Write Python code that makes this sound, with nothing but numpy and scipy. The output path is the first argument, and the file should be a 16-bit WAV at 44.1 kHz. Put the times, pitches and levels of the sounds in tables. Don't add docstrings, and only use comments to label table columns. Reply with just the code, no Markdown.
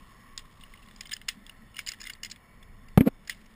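import sys
import numpy as np
from scipy import signal
from scipy.fft import rfft, irfft
from scipy.io import wavfile
from scipy.ndimage import uniform_filter1d

SR = 44100
rng = np.random.default_rng(int(sys.argv[2]) if len(sys.argv) > 2 else 0)


def elevation(decibels):
    levels = np.asarray(decibels, float)
    return 10 ** (levels / 20)


def generate_wav(signal):
    frames = np.transpose(np.atleast_2d(signal))
    scaled = np.clip(frames, -1, 1) * 32767
    pcm = np.round(scaled).astype(np.int16)
    wavfile.write(sys.argv[1], SR, pcm)


N = 156555

# frequency in Hz, level in dB per Hz.
AIR_COLOUR = [(12, -31), (20, 1.5), (59, -14.5), (150, -17.5), (300, -26.5), (575, -28), (900, -27.5),
              (1500, -28), (1950, -44), (3300, -120)]
# time in seconds, wind level in dB.
WIND = [(0, 1.5), (.15, 1), (.6, 1), (.9, 0), (1.25, 1), (1.45, -4), (1.7, 4), (2.0, -0.5), (2.35, -1),
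        (2.65, 2.5), (2.9, 1.5), (3.2, 2), (3.55, -4.5)]
# frequency in Hz, width in Hz, level in dB.
CASE_HUMS = [(212, 71, -64.5), (1074, 124, -69.5), (1322, 48, -76), (1880, 350, -65), (2230, 150, -72.5),
             (2900, 550, -74.5), (3524, 240, -77), (4410, 340, -80.5), (5263, 270, -75.5)]
# time in seconds, rustle level in dB.
HANDLING = [(0, -67), (.45, -67.5), (.7, -62.5), (1.0, -66), (1.2, -67), (1.5, -73), (1.8, -82), (2.1, -63),
            (2.35, -104), (2.5, -82), (2.9, -103), (3.3, -63.5), (3.55, -67)]
# centre in seconds, length in seconds, level in dB.
GROANS = [
    (1.391, 0.1, -52),
    (0.929, 0.33, -62),
    (1.624, .12, -59.5),
    (2.28, 0.15, -60),
    (2.806, 0.26, -61.5),
    (3.344, 0.31, -60),
]
# frequency in Hz, width in Hz, level in dB.
JANGLE_COLOUR = [(1900, 220, 18.5), (2900, 1170, 14), (4080, 660, -7), (4950, 290, 10)]
# frequency in Hz, level in dB.
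METAL_TONES = [(1800, -19), (2130, -3), (2400, -7.5), (2850, -2.5), (3400, -4), (3650, -16), (4150, -7),
               (4500, -8), (5050, 7.5), (5350, -17.5)]
# start in seconds, peak level in dB,
# strongest ring in Hz, chatter length in seconds, brightness in dB.
CLIPPING_IN = [(0.3778, -19, 3630, 0.00064, -3), (0.454, -46, 1840, 0.0027, -21),
               (0.61, -42, 3540, 0.0048, -33), (0.636, -36.5, 2900, 0.0043, -41),
               (0.7372, -39, 2100, 0.004, -32), (0.874, -51, 2055, 0.0024, -27),
               (0.8864, -40.5, 2020, 0.0022, -33), (0.9113, -39.5, 1900, 0.0021, -27),
               (0.9625, -37.5, 3300, 0.0012, -8.5), (1.0085, -23, 5200, 0.002, -15),
               (1.055, -36, 3110, 0.0069, -18), (1.071, -37, 5020, 0.0025, -27),
               (1.094, -34.5, 3580, 0.0028, -14), (1.1119, -31.5, 3720, 0.0077, -26),
               (1.1175, -24.5, 3070, 0.0041, -24), (1.129, -26, 1765, 0.0029, -25),
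               (1.135, -23.5, 5030, 0.0032, -16), (1.166, -30, 3040, 0.0025, -14),
               (1.2155, -35, 2950, 0.0017, -24), (1.4659, -34.5, 3490, 0.0018, -15),
               (1.4955, -33.5, 2885, 0.0019, -21)]
GATE_SNAP = [
    (1.2838, -21, 3500, .003, -16),
    (1.2872, -12, 2800, .0026, -7),
    (1.2935, -25, 3400, .003, -17),
]
LIFTING_OFF = [(1.744, -42.5, 2900, 0.0036, -26), (1.7588, -39, 1880, 0.0038, -11),
               (1.767, -29, 2910, 0.0036, -15.5), (1.7831, -32, 2900, 0.0028, -22),
               (1.7904, -16.5, 2280, 0.0027, -15), (1.8645, -29, 4430, 0.004, -8),
               (1.872, -20, 2970, 0.0052, -9.5), (1.8824, -22.5, 5100, 0.0032, -22),
               (1.8888, -15, 5220, 0.0037, -7), (1.9178, -24, 2770, 0.0036, -3),
               (1.935, -32.5, 2006, 0.004, -24), (1.942, -41, 1820, 0.0065, -24),
               (2.004, -35.5, 2010, 0.0053, -6), (2.0148, -27, 5100, 0.0045, -23),
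               (2.032, -35.5, 1790, 0.003, -8), (2.0398, -29, 3600, 0.003, -9),
               (2.0524, -33.5, 2130, 0.0052, -19), (2.0695, -26, 2060, 0.0036, -14),
               (2.097, -31, 2850, 0.004, -13), (2.0996, -24.5, 1817, 0.0032, -21),
               (2.135, -33, 4600, 0.0034, -11), (2.155, -52, 1840, 0.006, -28)]
BRINGING_DOWN = [(2.2325, -21, 5220, 0.0051, -19), (2.2478, -24.5, 2960, 0.0043, -7.5),
                 (2.2566, -31.5, 2100, 0.011, -11.5), (2.3014, -39, 5230, 0.0068, 10),
                 (2.3128, -27, 5250, 0.0069, -2), (2.3187, -39, 5020, 0.0051, -12),
                 (2.326, -46, 1730, 0.0041, -21), (2.36, -39, 1900, 0.0022, -25),
                 (2.6274, -43, 3420, 0.0073, -21), (2.8845, -41, 2840, 0.0044, -14.5),
                 (3.2743, -35.5, 5240, 0.0047, -17), (3.2966, -16, 1960, 0.0016, -16),
                 (3.301, -27, 2155, 0.0087, -12), (3.46, -48, 5440, 0.0036, -17)]
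FURTHER_CLINKS = [(2.0625, -33.5, 3600, .007, -24), (1.9865, -48, 1840, .004, -27),
                  (2.152, -42, 2000, 0.0025, -28), (3.2915, -43, 2000, 0.0027, -20),
                  (3.2965, -26, 4170, 0.0016, -17), (3.3025, -35, 2960, .006, -17),
                  (3.3123, -35, 3200, .005, -17), (3.3202, -37, 1900, .003, -23),
                  (3.326, -37.5, 2920, 0.0047, -22), (3, -43, 2350, 0.0053, -22), (3.345, -47, 2200, 0.007, -19),
                  (1.285, -20.5, 3460, 0.0031, -29), (1.2885, -21.5, 2100, 0.0024, -22),
                  (1.304, -53, 2300, 0.0035, -22), (1.312, -55, 2640, .004, -20),
                  (1.0095, -31, 3400, 0.0024, -15), (1.801, -33.5, 2200, 0.0035, -18),
                  (2.3, -40, 3000, .002, -13), (2.3, -38, 4800, .004, -7), (2.081, -40, 1900, .006, -20),
                  (2, -39, 2400, .005, -18), (1.905, -38, 2000, 0.0054, -21), (3.2775, -36, 1950, 0.0055, -25),
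                  (2.2635, -35, 2100, .004, -17), (.68, -52.5, 2700, .004, -25), (.793, -49.5, 2930, .003, -29),
                  (.828, -47, 2700, 0.0025, -25), (1.135, -27, 5050, .004, 5), (2.316, -30, 5200, .004, 5),
                  (.392, -38, 3500, .004, -18), (.774, -48, 2900, .003, -25), (.862, -47, 3500, .002, -12)]
# start in seconds, level in dB, push length in seconds, crack level in dB,
# thud in Hz, free ring in Hz, free ring level in dB.
KNOCKS = [
    (2.9753, 11.5, .0003, -20, 160, 236, -14),
    (3.0072, 0, .0016, -23, 258, 270, -16),
]
# frequency in Hz, level in dB, time to fall 60 dB in seconds.
SHELL_TONES = [(453, -28, 0.025), (609, -16, 0.024), (759, -27, 0.024), (1230, -35, 0.021),
               (2230, -35, 0.044)]
# centre in seconds, length in seconds, frequency in Hz, level in dB.
RUB_SWELLS = [
    (3.0735, .010, 225, -12),
    (3.0672, .013, 285, -19),
    (3.0781, .005, 225, -17),
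    (3.0735, .009, 475, -21),
    (3.0795, .006, 560, -29),
    (3.083, .01, 720, -35),
    (3.086, .012, 210, -33),
]
# frequency in Hz, width in Hz, level in dB.
SCRAPE_COLOUR = [(397, 370, 25), (810, 1700, 7.5), (2080, 760, -17), (3600, 1000, -44)]

AIR_DB, WIND_TOP_HZ, GUST_DB, FLICKER_DB = -55, 159, 2, 2
WHIRR_HZ, WHIRR_WIDTH_HZ, WHIRR_DB, WHIRR_ENDS_S = 1105, 150, -62.5, 0.94
RUSTLE_SCATTER_DB, GROAN_WIDTH_HZ = 4, 47
MODE_SCATTER_DB, MODE_DETUNE = 2, 0.02
STRONGEST_DB, STRONGEST_T60_S = 3, 0.03
RING_T60_S, RING_SLOPE = 0.032, 1.2
BRIGHT_FROM_HZ, USUAL_BRIGHT_DB, THIN_HZ = 3900, -11, 1650
CHATTER_PER_S, CHATTER_SCATTER_DB, RISE_S = 5000, 3, 0.001
JANGLE_DB, JANGLE_T60_S = -23.5, 0.12
CONTACT_S, THUD_T60_S, FREE_T60_S = 0.010, 0.017, 0.15
PARTNER_HZ, PARTNER_DB = 310, -12
CRACK_S, RATTLE_DB, RATTLE_T60_S = 0.003, -4, 0.07
RUB_S, RUB_RISE_S, RUB_FALL_S, RUB_DB = 3.080, 0.016, 0.007, -27
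CAMERA_TOP_HZ, CEILING, OUTPUT_TOP_HZ = 5720, 0.51, 15250


def fade60(t, t60):
    return np.exp(-np.log(1000) * t / t60)


def ring(t, hz, t60):
    t = np.maximum(t, 0)
    return np.sin(2 * np.pi * hz * t) * fade60(t, t60)


def band(x, hz, width):
    return signal.lfilter(*signal.iirpeak(hz, hz / width, fs=SR), x)


def band_twice(x, hz, width):
    return band(band(x, hz, width), hz, width)


def unit(x):
    return x / np.sqrt(np.mean(x ** 2))


def walk(rate):
    k = int(SR / rate)
    steps = np.repeat(rng.standard_normal(N // k + 1), k)
    smooth = uniform_filter1d(uniform_filter1d(steps, k), k)
    return unit(smooth[:N])


def add(out, start, x):
    i = int(start * SR)
    out[i:i + len(x)] += x[:N - i]


def air():
    f = np.maximum(np.fft.rfftfreq(N, 1 / SR), 1)
    hz, db = np.array(AIR_COLOUR).T
    colour = elevation(np.interp(np.log(f), np.log(hz), db)) * (f > 8) / (1 + (f / 1500) ** 2)
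    still = unit(irfft(rfft(rng.standard_normal(N)) * colour, N)) * elevation(AIR_DB)
    low = irfft(rfft(still) / (1 + (f / WIND_TOP_HZ) ** 4), N)
    wind_db = np.interp(np.arange(N) / SR, *np.array(WIND).T) + GUST_DB * walk(5.5)
    out = still - low + low * elevation(wind_db)
    swell = walk(3.6)
    for hz, width, db in CASE_HUMS:
        hum = unit(band_twice(rng.standard_normal(N), hz, 1.16 * width))
        out += hum * elevation(db + 1.04 * swell + FLICKER_DB * walk(8.72))
    return out


def whirr():
    fade = 1 / (1 + (np.arange(N) / SR / WHIRR_ENDS_S) ** 6)
    noise = unit(band_twice(rng.standard_normal(N), WHIRR_HZ, WHIRR_WIDTH_HZ))
    return noise * elevation(WHIRR_DB) * fade


def jangle(x):
    return unit(sum(elevation(db) * band(x, hz, width) for hz, width, db in JANGLE_COLOUR))


def rustle():
    t = np.arange(N) / SR
    ticks = rng.standard_normal(N) * elevation(RUSTLE_SCATTER_DB * walk(300))
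    handled = jangle(ticks) * elevation(np.interp(t, *np.array(HANDLING).T))
    groan = unit(band_twice(rng.standard_normal(N), CASE_HUMS[0][0], GROAN_WIDTH_HZ))
    swells = sum(elevation(db) * np.exp(-(2 * (t - s) / length) ** 2) for s, length, db in GROANS)
    return handled + groan * swells


def clinks():
    out, t = np.zeros(N), np.arange(SR // 5) / SR
    short = t[:SR // 20]
    hz, db = np.array(METAL_TONES).T[:, :, None]
    t60 = RING_T60_S * (2000 / hz) ** RING_SLOPE
    rise = 1 - np.exp(-t / RISE_S)
    events = CLIPPING_IN + GATE_SNAP + LIFTING_OFF + BRINGING_DOWN + FURTHER_CLINKS
    for start, peak_db, top_hz, length, bright_db in events:
        level_luck, pitch_luck = rng.standard_normal((2, len(METAL_TONES), 1))
        timing, force, side, hiss = rng.standard_normal((4, len(t)))
        lift = np.where(hz > BRIGHT_FROM_HZ, bright_db - USUAL_BRIGHT_DB, 0)
        levels = elevation(db + lift + MODE_SCATTER_DB * level_luck)
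        body = (levels * ring(short, hz * (1 + MODE_DETUNE * pitch_luck), t60)).sum(axis=0)
        top_t60 = STRONGEST_T60_S * (2000 / top_hz) ** RING_SLOPE
        body = body + elevation(STRONGEST_DB) * top_hz / 2000 * ring(short, top_hz, top_t60)
        odds = np.argsort(np.argsort(timing)) / len(t)
        hits = np.clip((CHATTER_PER_S / SR - odds) * SR / 100, 0, 1)
        contacts = hits * elevation(CHATTER_SCATTER_DB * force) * np.sign(side)
        shape = rise * np.exp(-(t / max(length, 1e-3)) ** 2)
        main_contact = (t == t[20]) * 0.59
        clink = signal.fftconvolve(contacts * shape + main_contact, body)[:len(t)]
        tail = jangle(hiss) * rise * fade60(t, JANGLE_T60_S)
        add(out, start - 0.001, elevation(peak_db) * (clink / np.abs(clink).max() + elevation(JANGLE_DB) * tail))
    return signal.sosfilt(signal.butter(3, THIN_HZ, "high", fs=SR, output="sos"), out)


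def gritty(x):
    return unit(sum(elevation(db) * band_twice(x, hz, width) for hz, width, db in SCRAPE_COLOUR))


def thud(t, loaded_hz, free_hz, free_db):
    cycles = free_hz * t - (free_hz - loaded_hz) * CONTACT_S * np.tanh(t / CONTACT_S)
    fall = fade60(t, THUD_T60_S) + elevation(free_db) * fade60(t, FREE_T60_S)
    partner = elevation(free_db + PARTNER_DB) * ring(t, PARTNER_HZ, FREE_T60_S)
    return np.sin(2 * np.pi * cycles) * fall - partner


def knocks():
    out, t = np.zeros(N), np.arange(SR // 5) / SR
    shell = sum(elevation(db) * ring(t, hz, t60) for hz, db, t60 in SHELL_TONES)
    for start, level_db, push_s, crack_db, thud_hz, free_hz, free_db in KNOCKS:
        push = np.sin(np.pi * np.clip(t / push_s, 0, 1))
        body = shell + thud(t, thud_hz, free_hz, free_db - level_db)
        blow = -signal.fftconvolve(push / push.sum(), body)[:len(t)]
        snap, loose = rng.standard_normal((2, len(t)))
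        crack = unit(band(band(snap, 2220, 780), 2140, 840)) * np.exp(-t / CRACK_S)
        rattle = gritty(loose) * fade60(t, RATTLE_T60_S)
        add(out, start, elevation(level_db) * blow + elevation(crack_db) * (crack + elevation(RATTLE_DB) * rattle))
    return signal.sosfilt(signal.butter(2, 84, "high", fs=SR, output="sos"), out)


def rub():
    t = np.arange(N) / SR
    swell = np.zeros(N)
    for s, length, hz, db in RUB_SWELLS:
        tone = np.cos(2 * np.pi * hz * (t - s + 0.0011))
        swell += elevation(db) * tone * np.exp(-(2 * (t - s) / length) ** 2)
    grit = rng.standard_normal(N) * elevation(3.6 * rng.standard_normal(N))
    shape = np.exp(-((t - RUB_S) / np.where(t < RUB_S, RUB_RISE_S, RUB_FALL_S)) ** 2)
    return swell + elevation(RUB_DB) * shape * gritty(grit)


def scene():
    return (air() + whirr() + rustle() + clinks() + knocks() + rub())[None]


def low_pass(x):
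    return signal.sosfilt(signal.butter(12, 16540, fs=SR, output="sos"), x)


def record(dry):
    dull = signal.sosfilt(signal.butter(6, CAMERA_TOP_HZ, fs=SR, output="sos"), dry[0])
    coarse = np.clip(signal.resample_poly(dull, 40, 147), -CEILING, CEILING)
    held = signal.resample_poly(np.repeat(coarse, 4), 147, 160)[:N]
    top_cut = signal.ellip(8, 0.1, 70, OUTPUT_TOP_HZ, fs=SR, output="sos")
    mix = signal.sosfiltfilt(top_cut, held)[None]
    return low_pass(mix)


dry = scene()
out = record(dry)
generate_wav(out)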